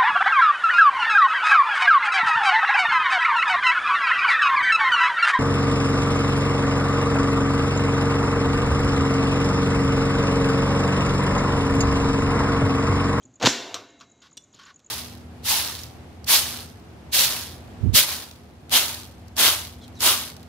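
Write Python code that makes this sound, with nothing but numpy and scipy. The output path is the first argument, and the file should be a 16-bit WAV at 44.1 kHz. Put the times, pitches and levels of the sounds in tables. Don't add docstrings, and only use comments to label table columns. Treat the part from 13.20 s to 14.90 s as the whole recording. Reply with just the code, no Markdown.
import sys
import numpy as np
from scipy import signal
from scipy.fft import rfft, irfft, next_fast_len
from scipy.io import wavfile

SR = 44100
rng = np.random.default_rng(int(sys.argv[2]) if len(sys.argv) > 2 else 0)


def generate_wav(sig):
    pcm = np.round(np.clip(np.atleast_2d(sig).T, -1, 1) * 32767).astype(np.int16)
    wavfile.write(sys.argv[1], SR, pcm)


N = 74970
T = np.arange(N) / SR
FIRE_S = 0.26


def from_db(db):
    return 10 ** (np.asarray(db) / 20)


def rms_one(x):
    return x / np.sqrt(np.mean(x ** 2) + 1e-20)


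def at_hz(points, hz, column=1):
    points = np.array(points)
    return np.interp(np.log(np.maximum(hz, 1)), np.log(points[:, 0]), points[:, column])


def colour(x, spectrum, keep_power=True):
    size = 2 * next_fast_len(N)
    gain = from_db(at_hz(spectrum, np.arange(size // 2 + 1) * SR / size))
    cepstrum = irfft(np.log(rms_one(gain) if keep_power else gain))
    cepstrum[1:size // 2] *= 2
    cepstrum[size // 2 + 1:] = 0
    return irfft(rfft(x, size) * np.exp(rfft(cepstrum)))[:N]


def grit(per_s):
    sizes = from_db(np.minimum(rng.exponential(1, N), 3)) * rng.choice([-1, 1], N)
    return rms_one(sizes * (rng.random(N) < per_s / SR))


def bursts(starts, levels_db, decays):
    power = sum((T >= start) * (from_db(db) * np.exp(-np.maximum(T - start, 0) / decay)) ** 2
                for start, db, decay in zip(starts, levels_db, decays))
    return np.sqrt(power) * grit(per_s=9000)


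def ring(modes, start, gain_db=0):
    hz, db, t60 = np.transpose(modes)[:, :, None]
    out, first = np.zeros(N), int(start * SR)
    t = T[:min(N - first, int(1.3 * t60.max() * SR))]
    phase = 2 * np.pi * (hz * t + rng.random(hz.shape))
    out[first:first + len(t)] = np.sum(from_db(gain_db + db - 60 * t / t60) * np.sin(phase), axis=0)
    return out


def shot():
    # t/s, crack level/dB, body level/dB, decay time/s
    blows = [(0.1992, -38, -45, 0.0023), (0.202, -44.5, -45, 0.034), (0.212, -41, -30.5, 0.015),
             (0.2207, -29, -29.5, 0.0082), (0.2267, -22, -21.5, 0.016), (0.2344, -32.5, -15.5, 0.0082),
             (0.2429, -32, -14.5, 0.0065), (0.244, -24.5, -26.5, .004), (0.2512, -14.5, -23, 0.0042),
             (0.2584, -10, -31.5, 0.0055), (.2632, -12.5, -19, 0.0073), (0.2689, -10.5, -16, .006),
             (0.2733, -16, -13.5, 0.0049)]
    # f/Hz, relative level/dB
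    crack = [(200, -20.5), (700, -3.5), (1000, 5), (1500, -2.5), (2000, -2.5), (2800, 2.5), (4100, 2),
             (5500, -2), (7100, -4), (8200, -16), (9300, -32), (10200, -22.5), (12800, -27)]
    body = [(25, -27.5), (45, -11), (70, -24.5), (125, -4), (170, -4), (260, 4), (380, -1.5), (650, 1),
            (1050, -6), (1500, -9), (2000, -13.5), (4000, -24), (9000, -61)]
    starts, crack_db, body_db, decays = np.transpose(blows)
    return colour(bursts(starts, crack_db, decays), crack) + colour(bursts(starts, body_db, decays), body)


def steel_strip():
    # f/Hz, level/dB, T60/s
    modes = [(991, -49, 0.3), (1125, -45, 0.97), (1863, -46.5, 0.5), (2140, -56.5, 2.3), (3910, -44.5, 1.6),
             (4050, -37.5, 0.33), (4210, -40, .4), (6680, -40, .45)]
    return ring(modes, FIRE_S)


def clicks():
    # t/s, snap level/dB, knock level/dB, relative ring level/dB, decay time/s
    impacts = [(0.03, -63.5, -70.5, -54.5, 0.0027), (0.5431, -22, -31, -50, 0.0035),
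               (0.5498, -36.5, -36.5, -48, 0.012), (0.557, -51, -37.5, -54, 0.036),
               (0.801, -52, -54, -92, 0.0045), (0.8086, -58.5, -44.5, -69, 0.02),
               (1.101, -79, -59, -80, .003), (1.118, -78, -58.5, -80, 0.0037),
               (1.1704, -45, -62, -30.5, 0.0054), (1.1747, -35, -71, -31.5, 0.0042),
               (1.3445, -57, -78, -66, 0.0077), (1.3934, -45, -57, -56, 0.0011),
               (1.593, -56, -66, -63, 0.0045), (1.601, -57, -56, -71, 0.0023)]
    # f/Hz, relative level/dB
    snap = [(60, -43), (200, -23), (400, -0.5), (900, -16.5), (2100, -16.5), (2700, -4), (4200, 1),
            (4900, -9.5), (5600, 0.5), (6900, -3), (8300, -10), (9800, -31), (11000, -27.5), (12400, -13),
            (13300, -39.5)]
    knock = [(60, -31.5), (300, -6), (750, -20), (1130, 3.5), (1450, -3), (1900, -8.5), (3800, -7),
             (6000, -9.5), (9000, -48)]
    # f/Hz, relative level/dB, T60/s
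    barrel = [(2870, -10.5, 0.054), (2980, -11, .04), (3470, -3, 0.1), (3895, -12.5, .035), (4120, -6, .03),
              (4900, -6, .03), (5770, -1.5, 0.053), (6000, -9, .04), (8240, -0.5, .018), (8620, -3.5, .018)]
    starts, snap_db, knock_db, ring_db, decays = np.transpose(impacts)
    rings = sum(ring(barrel, start, db - 10) for start, db in zip(starts, ring_db))
    snaps = colour(bursts(starts, snap_db, decays), snap)
    knocks = colour(bursts(starts, knock_db, decays), knock)
    return snaps + knocks + rings


def squeaks():
    # centre t/s, f/Hz, level/dB, half-width/s
    tones = [(.025, 3176, -57.5, .003), (1.398, 3180, -42.5, 0.0025)]
    return sum(from_db(db) * np.exp(-((T - centre) / width) ** 2) * np.sin(2 * np.pi * hz * T)
               for centre, hz, db, width in tones)


def plunger_slides(attack_s=0.006, release_s=0.012, grains_per_s=4000):
    # t/s, duration/s, rasp level/dB, tube level/dB
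    strokes = [(1.014, 0.057, -56, -58), (1.332, 0.045, -57.5, -75), (1.385, 0.059, -53.5, -53),
               (1.457, 0.05, -54.5, -51)]
    # f/Hz, relative level/dB
    rasp = [(100, -25), (400, -14), (1000, 1.5), (2200, -6.5), (3000, 6.5), (4200, 4.5), (6000, -1),
            (7300, -10.5), (8800, -22), (12800, -23)]
    tube = [(400, -23), (850, -19), (1120, 10.5), (1280, -3.5), (1460, 9), (1700, 1), (2100, -4.5),
            (3000, -15), (9000, -52)]
    rasp_gain, tube_gain = 0, 0
    for start, length, rasp_db, tube_db in strokes:
        attack = np.clip((T - start) / attack_s, 0, 1)
        envelope = attack * np.exp(-np.maximum(T - start - length, 0) / release_s)
        rasp_gain += from_db(rasp_db) * envelope
        tube_gain += from_db(tube_db) * envelope
    return colour(rasp_gain * grit(grains_per_s), rasp) + colour(tube_gain * grit(grains_per_s), tube)


def thuds():
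    # t/s, level/dB, decay time/s
    bumps = [(0.047, -53, 0.067), (0.227, -32, 0.018), (0.242, -19, .010), (0.814, -57, 0.035),
             (1.17, -51, 0.005), (1.343, -52, .012)]
    # f/Hz, relative level/dB
    spectrum = [(30, -24), (70, -8.5), (125, 10), (180, -8.5), (260, 7.5), (400, -7), (700, -9),
                (1500, -29.5), (5000, -59.5)]
    return colour(bursts(*np.transpose(bumps)), spectrum)


def reverberation(x, early_t60_s=0.2, first_echo_s=0.012, build_s=0.0013):
    # f/Hz, tail level/dB, T60/s, early level re tail/dB
    room = [(50, -29, .4, -5.5), (120.4, -24, .6, -7), (190, -19.5, 0.71, -5), (280, -10, 1.3, -3),
            (370, -10.5, 1, -0.5), (480, -14, 1.1, -0.5), (645, -15, 1.28, -7.5), (1000, -15, 0.88, 0.5),
            (1960, -7, 0.87, 1.5), (4000, -8, 0.67, -2.5), (6200, -6.5, 0.66, 7.5), (8920, -5, 0.46, 3.5),
            (13000, -3, .5, 1.5)]
    edges_hz = np.geomspace(70, 15000, 17)
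    white, response = rng.standard_normal((2, N)), 0
    t = np.maximum(T - first_echo_s, 0)
    early_decay = rms_one(from_db(-60 * t / early_t60_s))
    for k, (low, high) in enumerate(zip(edges_hz, edges_hz[1:])):
        hz = np.sqrt(low * high)
        band = signal.sosfilt(signal.butter(2, [low, high], "band", fs=SR, output="sos"), white[k % 2])
        late = rms_one(from_db(-60 * t / at_hz(room, hz, column=2)))
        early = from_db(at_hz(room, hz, column=3)) * early_decay
        response += band * from_db(at_hz(room, hz)) * np.hypot(late, early)
    build_up = 1 - np.exp(-t / build_s)
    return signal.fftconvolve(x, response * build_up / np.sqrt(N))[:N]


def side_reverberation(x):
    # f/Hz, side level re mid/dB
    width = [(100, -69.5), (3000, -59), (4000, -27), (5200, -9.5), (7500, -2.5), (10000, -13.5),
             (13000, -12)]
    return colour(reverberation(x), width, keep_power=False)


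def standing_waves():
    # f/Hz, level/dB, T60/s
    modes = [(268, -42.5, .6), (285, -41.5, 1.1), (365, -38.5, 0.63), (400, -37.5, 0.92), (510, -46.5, 1.1),
             (611, -42, 0.65), (685, -43, 1.4)]
    return ring(modes, FIRE_S)


def rumble():
    # t/s, level/dB
    swell = [(.38, -51), (.46, -46.5), (.6, -47), (.66, -59.5)]
    # f/Hz, relative level/dB
    spectrum = [(40, -23), (110, -2.5), (180, -14), (300, 1.5), (400, 1.5), (500, 3), (690, 4.5),
                (1080, -10.5), (1400, -14), (4000, -32.5)]
    level_db = np.interp(T, *np.transpose(swell), left=-np.inf, right=-np.inf)
    return colour(from_db(level_db) * rng.standard_normal(N), spectrum)


def insect(peak_share=0.21):
    # t/s, gain/dB
    chirps = [(.051, 0.5), (.155, 0), (0.595, -13), (0.701, -6), (0.808, -1), (.914, -4), (1.019, -3.5),
              (1.127, -1), (1.237, -1.5), (1.344, 0), (1.451, 0), (1.558, 2), (1.661, 2)]
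    # offset/s, duration/s, start f/Hz, end f/Hz, base level/dB
    pulses = [(-.017, 0.0118, 6980, 6080, -51.5), (0, 0.014, 7300, 6300, -46)]
    out = np.zeros(N)
    for start, db in chirps:
        for offset, length, start_hz, end_hz, pulse_db in pulses:
            now = (T >= start + offset) & (T < start + offset + length)
            progress = (T[now] - start - offset) / length
            envelope = from_db(db + pulse_db) * np.interp(progress, [0, peak_share, 1], [0, 1, 0])
            hz = start_hz + (end_hz - start_hz) * progress
            out[now] += envelope * np.sin(2 * np.pi * np.cumsum(hz) / SR)
    return out


def ambience(level_db=-62):
    # f/Hz, relative level/dB
    spectrum = [(25, -34), (55, -8.5), (90, -2), (140, -5), (260, -2), (500, -11), (1000, -15.5),
                (2000, -22), (4100, -24.5), (5400, -32), (6300, -17), (7000, -15.5), (7700, -26),
                (9000, -51.5), (13000, -53.5)]
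    return from_db(level_db) * colour(rng.standard_normal(N), spectrum)


def scene(click_send_db=-15.5, slide_send_db=-14.5):
    bang, snaps, rubs = shot(), clicks() + squeaks(), plunger_slides()
    direct = bang + snaps + rubs + steel_strip() + thuds()
    into_room = bang + from_db(click_send_db) * snaps + from_db(slide_send_db) * rubs
    mid = direct + reverberation(into_room) + standing_waves() + rumble() + insect() + ambience()
    side = side_reverberation(into_room)
    return np.array([mid + side, mid - side])


def record(dry, cutoff_hz=13200):
    low_pass = signal.ellip(10, 0.2, 80, cutoff_hz, fs=SR, output="sos")
    return signal.sosfilt(low_pass, np.tanh(dry))


dry = scene()
out = record(dry)
generate_wav(out)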